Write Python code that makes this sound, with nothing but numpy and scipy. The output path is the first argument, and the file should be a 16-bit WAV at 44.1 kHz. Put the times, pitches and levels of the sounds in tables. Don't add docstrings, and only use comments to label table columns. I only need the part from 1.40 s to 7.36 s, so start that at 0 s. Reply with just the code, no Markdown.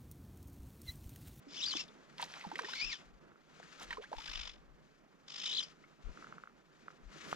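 import sys
import numpy as np
from scipy import signal
from scipy.fft import rfft, irfft, next_fast_len
from scipy.io import wavfile
from scipy.ndimage import uniform_filter1d

SR = 44100
rng = np.random.default_rng(int(sys.argv[2]) if len(sys.argv) > 2 else 0)


def materialize(psi):
    bounded = np.clip(np.atleast_2d(psi).T, -1, 1)
    quanta = np.round(bounded * 32767).astype(np.int16)
    wavfile.write(sys.argv[1], SR, quanta)


N = 262659
TIME = np.arange(N) / SR

# (start [s], full force [s], let go [s], level [dB], swell [dB], fade [dB/s],
# sings above [dB], singing share [0-1], treble lift [dB], rod shiver [Hz], shiver change [Hz/s],
# judder depth [0-1], speed swing [0-1])
LINE_PULLS = [(0.088, 0.238, 0.41, -44, 24, 564, -51, 0.89, 5, 52, 4.5, 0, 0.01),
              (1.251, 1.432, 1.5316, -43.5, 11, 329, -47.5, 0.9, -1, 47, 2, 0.2, .035),
              (2.768, 2.961, 3.094, -47, 9.5, 280, -48.5, 0.15, -7.5, 55, -21, 1, .16),
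              (3.884, 4.189, 4.198, -39.5, 16, 326, -44.5, 1, 1, 50.3, 10, 0.76, .14)]
# (time [s], ribs passing the guide [Hz])
RIB_RATES = [
    [(.09, 1401), (.155, 2307), (.185, 3500), (.207, 2450), (.23, 4000), (.246, 3400), (.27, 4806),
     (.302, 4576), (.335, 2990), (.357, 3600), (.381, 2017), (.396, 2750)],
    [(1.25, 901.4), (1.32, 1747), (1.36, 2197), (1.4, 2172), (1.435, 2573), (1.465, 2756), (1.5, 2558),
     (1.542, 1763), (1.572, 1392)],
    [(2.767, 1620), (3.02, 2935)],
    [(3.884, 3390), (3.98, 3198), (4.06, 3370), (4.12, 3350), (4.155, 3812), (4.177, 4000), (4.2, 3473),
     (4.24, 2920)],
]
# (frequency [Hz], level [dB])
GUIDE_TONE = [(290, -56.5), (500, -19.5), (1210, -8.5), (1500, -12), (1720, -9), (2200, -7), (3460, -4),
              (5230, -10), (5950, -10), (7060, -13.5), (8250, -30.5), (15000, -60.5)]
# (frequency [Hz], width [Hz], level [dB])
ROD_RINGS = [(2525, 150, -6.5), (3040, 79, 2.5), (3510, 66, 8), (3955, 76, 0), (5040, 174, 7.5),
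             (5246, 225, 5)]
# (time [s], level [dB], brightest at [Hz])
GUIDE_CLICKS = [(.48, -46, 3500), (4.234, -38, 4840), (4.438, -51, 2230)]
# (time [s], level [dB], pitch [Hz], glide [octaves/s])
AIR_POCKETS = [(0.068, -52, 281.5, 1.5), (.352, -42.5, 343, -19), (0.796, -39.5, 927, 6),
               (.828, -35, 930, -1), (1.04, -46, 1030, -18), (1.049, -43.5, 771.3, 8.5),
               (1.068, -41.5, 201.5, -17.5), (1.116, -37, 878, -2), (1.128, -50.5, 302, 16.5),
               (1.156, -33, 2020, 9), (1.19, -29, 1548, -13), (1.193, -25.5, 1080, -39),
               (1.21, -48.5, 485, -6.5), (1.241, -48.5, 350, 17), (1.246, -38, 1815, 1),
               (1.285, -45, 936, 19.5), (1.335, -35, 1500, -7), (2.507, -32, 1838, -8),
               (2.51, -48, 1006, -6), (2.528, -33, 1414, 140), (2.571, -40.5, 995, 22),
               (2.582, -43, 440, -4.5), (2.596, -50.5, 423, 24.5), (2.64, -45, 1476, 23),
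               (2.717, -41.5, 533, 54.5), (2.729, -34.5, 904, -8), (2.737, -43.5, 480, 69),
               (2.783, -45.5, 884, 2.5), (2.883, -44, 1580, 12)]
# (time [s], level [dB], brightest at [Hz])
DROP_SLAPS = [(0.277, -41, 1490), (.338, -35, 1090), (0.782, -37, 3330), (0.816, -41, 7900),
              (0.826, -30, 3200), (0.839, -35, 4540), (.938, -33.5, 2280), (1.011, -35.5, 1990),
              (1.182, -41, 5000), (1.192, -43, 2970), (1.22, -45, 5170), (1.233, -30.5, 960),
              (2.2, -35.5, 480), (2.229, -41, 1570), (2.398, -45.5, 5300), (2.41, -44, 1000),
              (2.431, -44.5, 7060), (2.623, -46, 2980), (2.809, -38, 977), (5.914, -34.5, 3120)]
# (time [s], level [dB], half length [s])
SHOWERS = [(0.821, -45.5, 0.022), (0.961, -53, 0.083), (1.219, -54.5, 0.1), (2.424, -50.5, 0.019),
           (2.521, -52.5, 0.033), (2.635, -53, 0.013)]
# (frequency [Hz], level [dB])
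SPRAY_TONE = [(500, 3), (1000, 5), (3300, 2.5), (6500, -7.5), (9000, -23), (14500, -37)]
# (time [s], level [dB], half length [s])
FIZZ_BURSTS = [(.83, -62, 0.018), (.97, -78, 0.16), (1.33, -67, 0.041), (2.43, -64, .014), (2.87, -74, 0.1),
               (5.92, -67, .035)]
# (frequency [Hz], level [dB])
FIZZ_TONE = [(5000, 4.5), (8000, -4.5), (11000, -8), (14000, -14)]
# (time [s], level [dB])
FRAME_SLIPS = [(1.918, -52.5), (1.958, -54.5), (4.441, -54), (4.774, -44.5), (4.825, -44), (4.844, -44),
               (4.87, -45), (4.925, -40.5), (4.982, -42.5), (5.037, -41), (5.074, -45), (5.482, -36.5)]
# (pitch [Hz], level [dB], time to fade by 60 dB [s])
FRAME_RINGS = [(1344, 4.5, 0.0091), (1410, -8, 0.002), (1910, -18, 0.017), (582, -11, 0.012)]
# (pitch [Hz], level [dB], time to fade by 60 dB [s])
KNOCK_RINGS = [(1190, 4, 0.007), (850, 7.5, 0.0041), (480, -31, 0.0016), (158, -52, 0.057)]
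# (time [s], half length [s], sleeve rustle [dB], wash at the hull [dB])
ARM_STROKES = [(0.296, .25, -67.5, -62), (0.983, 0.34, -69.5, -62.5), (1.55, .11, -68, -67.5),
               (2.347, 0.15, -61.5, -63), (2.899, 0.14, -60, -66), (3.51, 0.066, -78, -109),
               (4.142, 0.22, -69.5, -66), (4.81, 0.14, -66.5, -60), (5.495, 0.11, -71.5, -66.5),
               (5.933, 0.13, -54, -55)]
# (frequency [Hz], level [dB])
SLEEVE_TONE = [(700, -29), (1250, -1.5), (4800, -12), (7000, -14.5), (8000, -24), (11000, -36.5),
               (15000, -45.5)]
# (frequency [Hz], level [dB])
LAKE_TONE = [(70, -7), (113, -18), (146, 3), (210, 0.5), (400, -2), (900, -10.5), (1350, -9), (2500, -20.5)]
# (time [s], level [dB], half length [s])
AIR_PUFFS = [(1.47, -59, 0.026), (1.731, -65, 0.043), (2.52, -63, 0.06), (2.779, -51, 0.01),
             (2.982, -54.5, 0.074), (3.206, -66, 0.13), (4.682, -45.5, 0.023), (5.668, -57, 0.027)]
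# (frequency [Hz], level [dB])
WIND_TONE = [(15, -5.5), (30, 2.5), (55, -5.5), (80, -22), (200, -26.5)]


def line(lead_s=.05, blend_db=2.5, song_s=0.24, treble_hz=4300):
    pulls = np.array(LINE_PULLS)
    current_pull = pulls[np.searchsorted(pulls[1:, 0] - lead_s, TIME)].T
    start, full, let_go, db, swell_db, fade, sings_above_db, share = current_pull[:8]
    treble_db, shiver_hz, shiver_change, judder, swing = current_pull[8:]
    effort = effort_db(start, full, db, swell_db)
    held = from_db(-fade * np.clip(TIME - let_go, 0, .5))
    singing = share * (1 + np.tanh((effort - sings_above_db) / blend_db / 2)) / 2
    grip = 0.79 * judder * (1 - singing ** 2)
    singing *= np.sqrt(held) * np.exp(-(np.maximum(TIME - full, 0) / song_s) ** 2)
    age = TIME - start
    shiver = np.cos(2 * np.pi * age * (shiver_hz + shiver_change * age / 2))
    song = rib_song(swing * held * shiver)
    rasp = guide(wide(lambda: grains(30000, 1.0), apart=0.26))
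    pressure = np.exp(grip * shiver) / np.sqrt(np.i0(2 * grip))
    roughness = from_db(2 * drift(200))
    rub = np.sqrt(singing) * song + np.sqrt(1 - singing) * rasp
    rub *= held * from_db(effort) * pressure * roughness
    treble = signal.sosfiltfilt(signal.butter(2, treble_hz, "high", fs=SR, output="sos"), rub)
    rub += (from_db(treble_db) - 1) * treble
    return pan(rub + line_clicks(), left_db=4)


def effort_db(start, full, db, swell_db, bite_db_per_s=1499, sag_db_per_s=14):
    bite = bite_db_per_s * np.maximum(start - TIME, 0)
    swell = swell_db * np.clip((full - TIME) / (full - start), 0, 1) ** 1.51
    snatch = 4 * np.exp(-.5 * ((TIME - full) / 0.013) ** 2)
    sag = sag_db_per_s * np.maximum(TIME - full, 0)
    return db - swell - bite + snatch - sag


def rib_song(speed_swing):
    times, rates = np.transpose([point for curve in RIB_RATES for point in curve])
    rib_hz = np.interp(TIME, times, rates)
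    jitter = .034 * drift(2000) + .02 * drift(220)
    phase = 2 * np.pi * np.cumsum(rib_hz * (1 + speed_swing + jitter)) / SR
    overtones = from_db(-2) * np.sin(2 * phase) + from_db(-13) * np.sin(3 * phase)
    overtones /= 1 + (rib_hz / 3700) ** 6
    song = near_echoes(guide(np.sin(phase) + overtones), echo_db=-10.5)
    power = uniform_filter1d(np.mean(song ** 2, axis=0), SR // 120)
    return song / np.sqrt(power + 1e-6)


def guide(x):
    x = colour(x, GUIDE_TONE)
    return rms_one(x + sum(from_db(db) * resonance(x, hz, width) for hz, width, db in ROD_RINGS))


def line_clicks():
    out = np.zeros(N)
    for s, db, hz in GUIDE_CLICKS:
        add(out, s, from_db(db - 5) * crack(hz, width=0.041, t60=0.045))
    return out


def plops(tear_db=-11, slap_db=-20):
    out, t = np.zeros(N), TIME[:SR // 6]
    for s, db, hz, glide in AIR_POCKETS:
        t60 = 0.052 * 2 ** ((-41.5 - db) / 7.5) * (1000 / hz) ** 0.26
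        ring = ping(hz, t60, rise_s=0.00037, glide=glide)
        wobble = .05 * np.sin(2 * np.pi * (rng.uniform(40, 90) * t + rng.random()))
        bubble = np.interp(np.cumsum(1 + wobble) / SR, t, ring)
        add(out, s, from_db(db + 1) * bubble)
        add(out, s, from_db(db + tear_db) * crack(1.44 * hz, width=0.53, t60=0.029))
        add(out, s, from_db(db + slap_db) * crack(3400, width=0.85, t60=0.026))
    return pan(near_echoes(out, echo_db=-15).mean(axis=0), left_db=-2.5)


def splashes():
    slaps = np.zeros(N)
    for s, db, hz in DROP_SLAPS:
        add(slaps, s, from_db(db) * crack(hz, width=0.19, t60=0.016))
    mist = colour(wide(lambda: rng.standard_normal(N), apart=0.13), SPRAY_TONE)
    spray = colour(droplets(per_s=6500), SPRAY_TONE) + from_db(-2) * mist
    return pan(from_db(-4) * (slaps + swells(SHOWERS) * spray), left_db=0.5)


def droplets(per_s, pitch_count=24):
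    clicks = grains(per_s, spread_db=6)
    chosen = rng.integers(0, pitch_count, N)
    return sum(np.sqrt(hz) * rms_one(resonance(clicks * (chosen == k) + 1e-18, hz, hz / 10))
               for k, hz in enumerate(np.geomspace(700, 14000, pitch_count)))


def fizz():
    crackle = colour(wide(lambda: grains(2200, spread_db=7), apart=0.94), FIZZ_TONE)
    return from_db(1) * swells(FIZZ_BURSTS) * crackle


def boat(settle_s=0.026, settle_db=-12.5, knock_s=5.9285):
    out = np.zeros(N)
    settling = [(s + settle_s * rng.uniform(.5, 1), db + settle_db) for s, db in FRAME_SLIPS]
    for s, db in FRAME_SLIPS + settling:
        tick = sum(from_db(ring_db + rng.normal(0, 0.42)) * ping(hz, t60, rise_s=0.00052)
                   for hz, ring_db, t60 in FRAME_RINGS)
        add(out, s, from_db(db + 3) * tick)
    knock = sum(from_db(db) * ping(hz, t60, rise_s=0.00061) for hz, db, t60 in KNOCK_RINGS)
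    add(out, knock_s, from_db(-22.5) * knock)
    return pan(out, left_db=-1.5)


def sleeve(rest_db=-79):
    cloth = colour(wide(lambda: grains(20000, 2.0), apart=0.1), SLEEVE_TONE)
    motion = np.hypot(from_db(rest_db), swells((s, db, half_s) for s, half_s, db, _ in ARM_STROKES))
    clumps = from_db(1.98 * drift(70) - 1)
    return pan(motion * clumps * cloth, left_db=7)


def lake(rest_db=-67):
    wash = colour(wide(lambda: grains(8000, 2.05), apart=0.11), LAKE_TONE)
    rocking = np.hypot(from_db(rest_db), swells((s, db, half_s) for s, half_s, _, db in ARM_STROKES))
    ripples = from_db(2 * drift(30) - 2)
    return pan(rocking * ripples * wash, left_db=-3.5)


def wind(calm_db=-79):
    strength = from_db(calm_db) + pan(swells(AIR_PUFFS), left_db=15)
    return strength * colour(rng.standard_normal((2, N)), WIND_TONE)


def near_echoes(x, echo_db, per_side=7):
    out = np.array([x, x])
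    for k, lag in enumerate(rng.uniform(0.00045, 0.0046, 2 * per_side)):
        out[k % 2] += from_db(echo_db) * rng.choice([-1, 1]) * np.roll(x, int(lag * SR))
    return out


def ping(hz, t60, rise_s, glide=0):
    t = TIME[:SR // 6]
    pitch = hz * 2 ** np.clip(glide * t, -1, 1)
    return np.sin(2 * np.pi * np.cumsum(pitch) / SR) * from_db(-60 * t / t60) * (1 - np.exp(-t / rise_s))


def crack(hz, width, t60):
    t = TIME[:SR // 20]
    noise = rms_one(resonance(rng.standard_normal(len(t)), hz, width * hz))
    return resonance(noise * from_db(-60 * t / t60), hz, hz)


def grains(per_s, spread_db):
    sizes = from_db(spread_db * np.minimum(rng.exponential(1, N), 4)) * rng.choice([-1, 1], N)
    return rms_one(sizes * (rng.random(N) < per_s / SR))


def drift(rate):
    return rms_one(np.interp(TIME * rate, np.arange(N), rng.standard_normal(N)))


def swells(rows):
    power = sum(from_db(db) ** 2 * np.exp(-((TIME - s) / half_s) ** 2) for s, db, half_s in rows)
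    return np.sqrt(power + 1e-18)


def colour(x, points):
    hz, db = np.transpose(points)
    size = next_fast_len(N)
    octave = np.log2(np.maximum(np.fft.rfftfreq(size, 1 / SR), 1))
    beyond = np.abs(octave - np.clip(octave, np.log2(hz[0]), np.log2(hz[-1])))
    gain = from_db(np.interp(octave, np.log2(hz), db) - 20 * beyond)
    return rms_one(irfft(rfft(x, size) * gain, size)[..., :N])


def resonance(x, hz, width_hz):
    r = np.exp(-np.pi * width_hz / SR)
    feedback = [1, -2 * r * np.cos(2 * np.pi * hz / SR), r * r]
    return signal.lfilter(np.array([1, 0, -1]) * (1 - r * r) / 2, feedback, x)


def wide(draw, apart):
    return np.sqrt(1 - apart) * draw() + np.sqrt(apart) * np.array([draw(), draw()])


def pan(x, left_db):
    return x * from_db(np.array([[left_db], [-left_db]]) / 2)


def add(out, s, sound):
    i = int(np.clip(s * SR, 0, N - 1))
    out[i:i + len(sound)] += sound[:N - i]


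def from_db(db):
    return 10 ** (np.asarray(db) / 20)


def rms_one(x):
    return x / np.sqrt(np.mean(x ** 2) + 1e-20)


def scene(right_lead_rad=1.357, hiss_db=-90.5):
    sound = line() + plops() + splashes() + fizz() + boat() + sleeve() + lake()
    phase_turn = np.exp(.5j * right_lead_rad * np.array([[-1], [1]]))
    widened = np.real(signal.hilbert(sound, next_fast_len(N))[:, :N] * phase_turn)
    return from_db(2.5) * widened + wind() + from_db(hiss_db) * rng.standard_normal((2, N))


def record(dry, cutoff_hz=15400):
    return signal.sosfilt(signal.ellip(10, .1, 80, cutoff_hz, fs=SR, output="sos"), dry)


dry = scene()
out = record(dry)
materialize(out)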